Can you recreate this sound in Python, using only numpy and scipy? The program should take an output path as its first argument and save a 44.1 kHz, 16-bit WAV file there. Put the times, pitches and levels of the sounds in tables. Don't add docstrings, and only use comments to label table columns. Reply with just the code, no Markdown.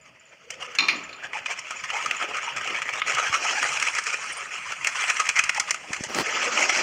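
import sys
import numpy as np
from scipy import signal
from scipy.fft import rfft, irfft, next_fast_len
from scipy.io import wavfile
from scipy.ndimage import uniform_filter1d

SR = 44100
rng = np.random.default_rng(int(sys.argv[2]) if len(sys.argv) > 2 else 0)


def transcribe(u):
    v = np.clip(np.atleast_2d(u).T, -1, 1)
    q = np.round(v * 32767).astype(np.int16)
    wavfile.write(sys.argv[1], SR, q)


N = 300762

# (time [s], swish [dB], feather hiss [dB], low whoosh [dB], thin air [dB])
FLOCK = [(0.0, -58, -73, -60, -84), (0.49, -52, -61, -65, -84), (0.68, -43, -57, -49.5, -73),
         (0.82, -38, -45, -56, -74), (0.99, -40, -52, -51, -84), (1.25, -41, -65, -48, -81),
         (1.46, -43, -53.5, -54.5, -69), (1.82, -34.5, -46, -55, -58), (2.09, -31, -47, -40, -55),
         (2.49, -33.5, -49.5, -46.5, -71), (3.0, -35, -48.5, -47, -70), (3.25, -26, -39.5, -40, -52),
         (3.51, -27, -33, -38, -47), (3.74, -28.5, -39, -42.5, -39.5), (4.16, -32.5, -40, -52, -48),
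         (4.5, -35.5, -46.5, -51.5, -52), (4.88, -32, -44.5, -51, -47.5), (5.05, -30, -41.5, -54, -40),
         (5.19, -31, -42.5, -49.5, -45), (5.45, -29, -40, -51, -48), (5.77, -37.5, -49.5, -47.5, -53.5),
         (6.04, -39, -44.5, -47, -51.5), (6.3, -27.5, -35, -38.5, -72), (6.82, -24, -27.5, -28.5, -60)]
# (frequency [Hz], density [dB per Hz])
WING = [(120, -45), (240, -14), (600, -6), (1120, -7), (1265, -1.5), (1480, -5), (2450, 0.5), (3200, -6),
        (4500, -18), (5600, -11), (6900, -14.5), (8800, -34.5), (10800, -48.5), (13200, -56), (15200, -50)]


def gain_of(db):
    return 10 ** (np.asarray(db) / 20)


def evened(x):
    return x / np.sqrt(np.mean(x ** 2) + 1e-20)


def add(mix, s, sound):
    part = mix[..., round(s * SR):][..., :sound.shape[-1]]
    part += sound[..., :part.shape[-1]]


def curve(rows):
    s, *columns = np.transpose(rows)
    return np.array([np.interp(np.arange(N) / SR, s, c) for c in columns])


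def coloured(points, low_hz=0, high_hz=SR):
    size = next_fast_len(N)
    hz = np.fft.rfftfreq(size, 1 / SR) + 1
    point_hz, point_db = np.transpose(points)
    edges = np.sqrt(1 / (1 + (low_hz / hz) ** 16) / (1 + (hz / high_hz) ** 16))
    shape = gain_of(np.interp(np.log(hz), np.log(point_hz), point_db)) * edges
    return evened(irfft(rfft(rng.standard_normal(size)) * shape)[:N])


def resonate(x, hz, width):
    turn = np.exp(2j * np.pi * np.cumsum(hz * np.ones(len(x))) / SR)
    r = np.exp(-np.pi * width / SR)
    return 2 * (turn * signal.lfilter([1 - r], [1, -r], x / turn)).real


def hollow(size, hz, width):
    return evened(resonate(resonate(rng.standard_normal(size), hz, width), hz, width))


def wander(seconds):
    size = max(round(seconds * SR), 2)
    return evened(uniform_filter1d(uniform_filter1d(rng.standard_normal(N), size), size))


def patchy(x, patchy_db, seconds, width_hz):
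    z = signal.stft(x, nperseg=512, noverlap=384)[2]
    field = rng.standard_normal(z.shape[::-1]).T
    for size, axis in (width_hz * 512 / SR, 0), (seconds * SR / 128, 1):
        field = uniform_filter1d(field, max(round(size), 1), axis)
    return signal.istft(z * gain_of(patchy_db * evened(field)), nperseg=512, noverlap=384)[1][:N]


def yard_air():
    # (frequency [Hz], density [dB per Hz])
    yard = [(29, -31), (50, -23), (75, -0.5), (98, -9.5), (138, -0.5), (337, -12), (661, 1), (746, -31),
            (2560, -2.5), (3250, -9.5), (3760, -50), (4670, -12), (7040, -52), (7950, -31.5), (16000, -38)]
    stir_db = np.clip(0.39 * (curve(FLOCK)[2] + 62), 0, 6.5)
    level_db = -57.5 + 1.2 * wander(.04) + stir_db
    return gain_of(level_db) * patchy(coloured(yard), 3.2, .04, 150)


def walls(x):
    taps = np.zeros(SR // 2)
    at = np.arange(400, len(taps) - 20, 20)
    taps[at + rng.integers(0, 20, len(at))] = rng.choice([-1., 1.], len(at))
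    hz, t, z = signal.stft(taps, SR, nperseg=256)
    t60_s = np.interp(hz, [300, 2000, 8000], [.45, .35, .22])[:, None]
    tail = signal.istft(z * gain_of(-60 * t / t60_s), SR, nperseg=256)[1]
    return signal.fftconvolve(x, tail / np.linalg.norm(tail))[:N]


def downwash():
    # (time [s], level [dB], starting pitch [Hz], time scale of fade and glide [s])
    bumps = [(2.93, -46, 150, 0.043), (3.14, -42, 149, 0.12), (3.297, -32.5, 131, 0.026),
             (5.905, -23.5, 266, 0.0079), (6.008, -16.5, 320, 0.0058), (6.066, -34, 200, 0.015)]
    # (time [s], level [dB])
    gust_rows = [(6.09, -37.5), (6.14, -37), (6.17, -24), (6.21, -22.5), (6.235, -37.5)]
    # (frequency [Hz], density [dB per Hz])
    gust_colour = [(60, -19), (250, 1), (1000, -3), (4000, -9), (9000, -26), (16000, -31)]
    out, t = np.zeros(N), np.arange(2000) / SR
    for s, db, top_hz, length in bumps:
        u = t / length
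        glide = np.sin(2 * np.pi * top_hz * length * (1 - np.exp(-u)))
        add(out, s, gain_of(db) * np.exp(-3.3 * u) * glide)
    before, after = (gust_rows[0][0] - .02, -120), (gust_rows[-1][0] + .01, -120)
    gust = gain_of(curve([before] + gust_rows + [after])[0])
    rough = gain_of(2.1 * wander(0.0017))
    return out + gust * coloured(gust_colour) * rough


def coo():
    # (time [s], pitch [Hz], level [dB])
    coo_rows = [(.44, 430, -61), (.47, 450, -54.5), (.52, 514, -54), (.57, 517, -47), (.63, 511, -51),
                (.7, 500, -52.5), (.78, 480, -59)]
    hz, db = curve(coo_rows)
    t = np.arange(N) / SR
    sounding = uniform_filter1d(1. * (t > coo_rows[0][0]) * (t < coo_rows[-1][0]), 900)
    note = np.sin(2 * np.pi * np.cumsum(hz * (1 + 0.0292 * wander(0.0086))) / SR)
    throb = .8 + .5 * np.sin(2 * np.pi * 42 * t + wander(0.069))
    blend = .6 * note * throb + 0.85 * hollow(N, hz, 106)
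    return np.sqrt(2) * gain_of(db) * sounding * blend


def rings():
    # (time [s], level [dB])
    touches = [(.0124, -55.5), (.195, -58), (.2538, -60), (.2902, -61), (0.962, -41), (1.037, -47),
               (1.0924, -56), (1.1308, -57), (1.1593, -52), (1.7606, -41), (1.8043, -49), (2.165, -36),
               (2.4334, -39)]
    t60_s = 0.091
    out, t = np.zeros(N), np.arange(round(.2 * SR)) / SR
    for s, db in touches:
        hz = 7020 + rng.uniform(-31.9, 58)
        jingle = np.sin(2 * np.pi * hz * t) + 1.56 * hollow(len(t), hz, 240)
        onset = np.minimum(t / 0.00081, 1)
        add(out, s, gain_of(db - 60 * t / t60_s) * jingle * onset)
    return out


def latch():
    # (frequency [Hz], level [dB], 60 dB decay [s])
    modes = [(1120, -8, 0.46), (1287, -12.5, 1), (2169, -28, .3), (2413, 0, 0.32), (2757, -5, 0.39),
             (3648, 7, 0.27), (4118, 6.5, 0.23), (5570, -12.5, 0.35), (6800, -13.5, 0.21)]
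    # (time [s], ring [dB], rattle and boom [dB])
    knocks = [(.7862, -24, -17.5), (.8845, -31.5, -17), (1.092, -62, -41), (1.128, -53, -41)]
    out, t = np.zeros(N), np.arange(round(.6 * SR)) / SR
    gate = coloured([(500, -42), (1250, -6.0), (2400, 12.0), (3200, 0.5), (4200, 3.5), (5600, -9.5),
                     (7000, -18.0), (8000, -56), (9200, -24), (12000, -34), (15000, -34)])
    frame = coloured([(90, -13), (260, 9.0), (450, 0.0), (720, 1.5), (1200, 10.5), (2000, -50)])
    frame = patchy(frame, 2.7, .04, 200)
    chatter = wander(0.0047)
    fade = gain_of(-60 * t / 0.061) + gain_of(-5.0 - 60 * t / 0.34)
    for k, (s, ring_db, rattle_db) in enumerate(knocks):
        chance = rng.random((len(modes), 3))
        part = slice(k * len(t), (k + 1) * len(t))
        ring = np.zeros(len(t))
        for (hz, db, t60), (a, b, c) in zip(modes, chance):
            tone = np.sin(2 * np.pi * (hz * t + a))
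            twin = .4 * np.sin(2 * np.pi * ((hz + 25 + 30 * c) * t + b))
            build = np.minimum(t * hz ** 2 / 18000, 1) * (1 + 1.9 * gain_of(-60 * t / 0.052))
            ring += gain_of(db - 60 * t / t60) * build * (tone + twin)
        ring *= gain_of(5.2 * chatter[part] * np.minimum(t / 0.028, 1))
        boom = gain_of(-13 - 60 * t / 0.56) * np.minimum(t / 0.039, 1) * frame[part]
        add(out, s, gain_of(ring_db) * ring + gain_of(rattle_db) * (fade * gate[part] + boom))
    return out


def whistles():
    # (time [s], level [dB], start [Hz], end [Hz], length [s])
    notes = [(1.228, -53, 650, 810, .05), (1.33, -38, 943, 930, 0.023), (1.344, -30.5, 735, 970, 0.033),
             (1.442, -45, 910, 905, 0.033), (1.473, -35.5, 625, 780, 0.051), (1.925, -28, 766, 919, 0.056),
             (2.473, -26.5, 930, 970, 0.015), (3.54, -30.5, 774, 852, 0.062),
             (3.68, -26.5, 793, 856, 0.026), (4.315, -40.5, 8930, 8700, 0.03),
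             (4.36, -41.5, 8500, 9100, .035), (5.572, -25.5, 880, 840, 0.021),
             (6.259, -32.5, 431, 432, 0.058), (6.46, -31.5, 484, 498, 0.045), (6.499, -34, 590, 623, 0.22),
             (6.567, -35.5, 306.4, 312, 0.053), (6.61, -40, 910, 920, 0.045)]
    out = np.zeros(N)
    for s, db, start_hz, end_hz, length in notes:
        hz = np.linspace(start_hz, end_hz, round(length * SR))
        turn = 2 * np.pi * (np.cumsum(hz) / SR + rng.random())
        third = 0.84 * np.sin(3 * turn) * (3 * hz < SR / 2)
        tone = np.sqrt(2) * (np.sin(turn) + third)
        fuzz = hollow(len(hz), hz, 0.16 * start_hz)
        add(out, s, gain_of(db) * np.hanning(len(hz)) * (0.69 * tone + 0.68 * fuzz))
    return out


def crackle(drive):
    out, t = np.zeros(N), np.arange(400) / SR
    for hz in np.geomspace(750, 7000, num=14):
        struck = rng.random(N) < 32. / SR
        sizes = gain_of(5.4 * np.minimum(rng.exponential(1, N), 4)) * struck
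        snap = np.sin(2 * np.pi * hz * t) * np.exp(-t * hz / 8.1) * np.minimum(t / 0.00039, 1)
        colour = gain_of(np.interp(hz, *np.transpose(WING)) * 1.52)
        out += colour * signal.oaconvolve(sizes, snap)[:N]
    return drive * evened(out)


def claps(air):
    # (time [s], level [dB], hiss against the level [dB], note [Hz])
    meetings = [(0.5042, -34, 12, 2450), (0.7508, -21, -7, 2720), (1.333, -15.5, -26, 2020),
                (1.4595, -11.5, -21, 2510), (1.5916, -27.5, 1, 2470), (1.7074, -15.5, -10, 1230),
                (1.8379, -19, -28, 1240), (1.902, -15, -14, 2860), (2.0598, -12, -8, 1140),
                (2.1101, -5.5, -17, 2640), (2.225, -16, -20, 1250), (2.3692, -19, -5, 1260),
                (2.5634, -17, -8, 2390), (2.6744, -19, -12, 2310), (2.7016, -14, -27, 2970),
                (2.7503, -15, -31, 2590), (2.819, -14, -20, 2580), (2.8896, -13, -32, 2080),
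                (2.997, -20, -8, 2770), (3.018, -3.5, -39, 2270), (3.073, -15, -17, 2160),
                (3.148, -11.5, -7, 2670), (3.6277, -8, -11, 1860), (3.7983, -11, -9, 2420),
                (3.825, -10.5, -5, 2100), (3.9502, -17, -3.5, 1240), (3.9855, -10, -11, 2580),
                (4.038, -24, 1, 2110), (4.0668, -19.5, -3, 2560), (4.72, -16, -9.5, 1350),
                (4.8453, -5.5, -13.5, 2700), (4.871, -12, 1, 2170), (5.1, -5.5, -13, 2330),
                (5.1998, -5.5, -8.5, 1270), (5.2902, -7, -3.5, 2450), (5.3905, -3.5, -8, 2500),
                (5.4381, -9, -3, 2200), (5.4929, -6, -10, 1950), (5.5463, -18, -5.5, 1830),
                (5.598, -9, 1.5, 2200), (5.7072, -10, 1.5, 2070), (5.7438, -15, -6, 1220),
                (5.9318, -21, -0.5, 2040), (6.037, -23, 5, 1900), (6.146, -12.5, -4, 1320),
                (6.428, -15, -25, 2980), (6.574, -12, -26, 2470), (6.6945, -1.5, -28, 2300)]
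    t60_s = np.array([[0.025], [.04]])
    slap, notes, t = np.zeros((5, N)), np.zeros(N), np.arange(round(.08 * SR)) / SR
    for s, db, hiss_db, hz in meetings:
        late = t - np.array([[0], [.0025], [.006]]) * rng.uniform(0.87, 1.0, (3, 1))
        tips = (late > 0) * np.exp(-abs(late) / .0016) * rng.uniform(.6, 1, (3, 1))
        fade, linger = gain_of(db - 8.5 - 60 * t / t60_s)
        shape = np.minimum(t / .0005, 1) * (.7 + 1.2 * tips.sum(0))
        bands_db = [[-26.], [-3.5], [hiss_db], [hiss_db - 7.0], [hiss_db - 26]]
        add(slap, s, (shape * fade * gain_of(bands_db)) ** 2)
        add(notes, s, shape * linger * hollow(len(t), hz, 310))
    return (air * np.sqrt(slap)).sum(0) + gain_of(-3.5) * notes


def stroke_colour(s, rise, length):
    when, *levels = np.transpose(FLOCK)
    swish, hiss, whoosh = (np.interp(s, when, level) for level in levels[:3])
    slower, longer = np.log2(rise / .016), np.log2(length / .04)
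    hiss_db = -11.5 - 0.5 * slower + 0.38 * (hiss - swish + 11)
    whoosh_db = -18.5 + 3 * longer + 0.45 * (whoosh - swish + 15)
    return hiss_db, whoosh_db


def wings():
    edges_hz = [170, 400, 950, 3900, 8400, 12400, 16400]
    # (time of the top [s], swish [dB], hollow note at the top [Hz],
    # rise from 7.3 dB below the top [s], fall to 7.3 dB below it [s])
    strokes = [(0.057, -48, 1150, 0.0099, 0.032), (.508, -36, 2900, 0.0065, 0.039),
               (.622, -29, 2750, .016, 0.016), (0.654, -32.5, 2650, 0.013, .013),
               (0.721, -42, 1250, 0.019, .01), (.755, -35, 2680, 0.0043, 0.012),
               (1.248, -30.5, 1644, 0.018, 0.023), (1.364, -28.5, 2420, 0.029, 0.031),
               (1.462, -29, 2480, 0.0052, 0.014), (1.515, -23, 2290, 0.022, 0.022),
               (1.593, -32, 2420, .02, 0.012), (1.686, -37, 2780, .035, 0.013),
               (1.712, -29.5, 1200, 0.0056, 0.012), (1.842, -29, 1210, .006, 0.017),
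               (1.969, -26, 870, 0.043, .03), (2.032, -28, 2770, .019, 0.022),
               (2.066, -32.5, 1225, 0.061, .02), (2.114, -35, 2500, 0.0047, 0.09),
               (2.228, -24.5, 1277, 0.024, 0.022), (2.3, -33, 425, .015, .015),
               (2.377, -28.5, 1280, 0.055, .023), (2.446, -28, 2390, 0.026, 0.028),
               (2.485, -30.5, 960, 0.022, 0.04), (2.572, -25.5, 2370, 0.0073, 0.022),
               (2.616, -26, 1290, .01, 0.011), (2.681, -26.5, 2280, 0.049, 0.023),
               (2.705, -34.5, 330, .035, .03), (2.782, -25.5, 2520, 0.05, 0.017),
               (2.825, -26, 2520, .009, 0.01), (2.894, -27, 2080, 0.032, 0.017),
               (2.941, -23.5, 2270, 0.011, 0.0082), (2.994, -27.5, 1240, 0.048, 0.0062),
               (3.091, -20, 2530, 0.021, 0.053), (3.193, -21, 1290, 0.027, 0.062),
               (3.272, -21.5, 1650, 0.02, 0.025), (3.343, -19, 1230, 0.018, 0.026),
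               (3.459, -22.5, 1280, .021, .009), (3.507, -23, 3220, 0.039, .021),
               (3.581, -24.5, 1570, 0.048, 0.026), (3.631, -23, 1810, 0.011, 0.044),
               (3.742, -25.5, 1310, 0.037, .046), (3.773, -25, 1630, 0.015, .006),
               (3.827, -27.5, 1540, .023, 0.011), (3.878, -21, 2500, 0.029, 0.02),
               (3.99, -22.5, 2550, 0.036, 0.0096), (4.072, -24.5, 1280, .01, 0.05),
               (4.14, -23, 2420, 0.014, 0.015), (4.26, -31, 1240, 0.055, 0.036),
               (4.418, -31, 1240, 0.058, .018), (4.544, -30, 2660, .019, 0.035),
               (4.723, -30.5, 1290, .063, 0.022), (4.881, -22.5, 2260, 0.016, 0.018),
               (4.96, -23.5, 2630, .01, 0.03), (5.033, -20.5, 2570, 0.038, 0.02),
               (5.102, -19.5, 2400, .03, 0.018), (5.173, -21, 2040, 0.014, 0.0048),
               (5.2, -18.5, 1230, .006, .021), (5.273, -19.5, 2000, 0.014, 0.0054),
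               (5.294, -21, 2350, 0.0054, 0.017), (5.365, -20.5, 2170, 0.0076, 0.012),
               (5.393, -20, 2470, .026, 0.013), (5.498, -14.5, 1930, 0.0027, 0.006),
               (5.577, -22.5, 1990, 0.018, 0.0078), (5.604, -21, 2130, .006, 0.008),
               (5.688, -25.5, 2000, 0.011, .014), (5.712, -25, 2090, .0065, .007),
               (5.935, -23.5, 2010, .005, 0.014), (5.967, -29.5, 1160, .006, 0.0082),
               (6.042, -28, 1940, 0.0072, 0.025), (6.265, -24.5, 2160, 0.011, .012),
               (6.306, -29, 1900, 0.039, 0.038), (6.448, -20.5, 2590, 0.024, 0.034),
               (6.611, -17.5, 2216, 0.036, 0.042), (6.7, -17.5, 2320, 0.0076, 0.0087),
               (6.76, -21.5, 1520, 0.027, 0.037)]
    air = np.array([coloured(WING, a, b) for a, b in zip(edges_hz, edges_hz[1:])])
    swish, hiss, whoosh, thin = gain_of(curve(FLOCK))
    deep = gain_of(-3.0) * whoosh * (whoosh / swish) ** 0.44
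    throb = gain_of(2.0 * wander(0.017) - 2.0)
    blur = np.array([deep, whoosh, swish, hiss, thin, gain_of(-36) * swish]) * throb
    blur[:2] = blur[:2] * gain_of(3.3 * wander(0.028) - 2.5)
    stroke, notes = np.zeros((6, N)), np.zeros(N)
    for s, db, hz, rise, fall in strokes:
        hiss_db, whoosh_db = stroke_colour(s, rise, rise + fall)
        t = np.arange(-1.6 * rise, 1.3 * fall, 1 / SR)
        shape = gain_of(db - 7.3 * abs(t / np.where(t < 0, rise, fall)) ** 1.88)
        bands_db = [1.9 * whoosh_db - 8.5, whoosh_db, -2.5, hiss_db, hiss_db - 10, -38.]
        add(stroke, s + t[0], (shape * gain_of(bands_db)[:, None]) ** 2)
        add(notes, s + t[0], shape * hollow(len(t), hz * (1 + 2.92 * t), 204))
    ragged = gain_of(2.67 * wander(0.0023) - 1.08)
    turbulence = (air * np.sqrt(blur ** 2 + stroke * ragged ** 2)).sum(0)
    body = turbulence + gain_of(-6.5) * ragged * notes
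    busy = np.sqrt(blur[2] ** 2 + stroke[2])
    eddies = patchy(body, 2.94, .025, 420) * gain_of(-1.15)
    return eddies + crackle(gain_of(-11.0) * busy) + claps(air[1:])


def scene():
    near = wings() + whistles() + latch() + rings() + coo()
    return (near + gain_of(-16) * walls(near) + yard_air() + downwash())[None]


def record(dry):
    # (time [s], centre [Hz])
    hand = [(0, 3840), (2.93, 3740), (2.98, 4100), (3.02, 6200), (3.05, 8800), (3.065, 3680), (6.82, 3760)]
    # (frequency [Hz], gain [dB])
    port_rows = [(0, -1.5), (9000, 2), (11200, -5.5), (13400, -10), (14900, 4), (15700, -5), (15950, -27),
                 (22050, -22)]
    held = dry[0] - .85 * resonate(dry[0], curve(hand)[0], 900)
    held = held + 0.49 * resonate(held, 1275, 62)
    held = signal.sosfilt(signal.butter(3, 52, "high", fs=SR, output="sos"), held)
    held = .95 * np.tanh(held / .95)
    hz = np.linspace(0, SR / 2, 257)
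    port = signal.firwin2(255, hz, gain_of(np.interp(hz, *np.transpose(port_rows))), fs=SR)
    top_edge = signal.firwin(511, 16450, window=("kaiser", 9), fs=SR)
    return signal.oaconvolve(held, np.convolve(port, top_edge), "same")[None]


dry = scene()
out = record(dry)
transcribe(out)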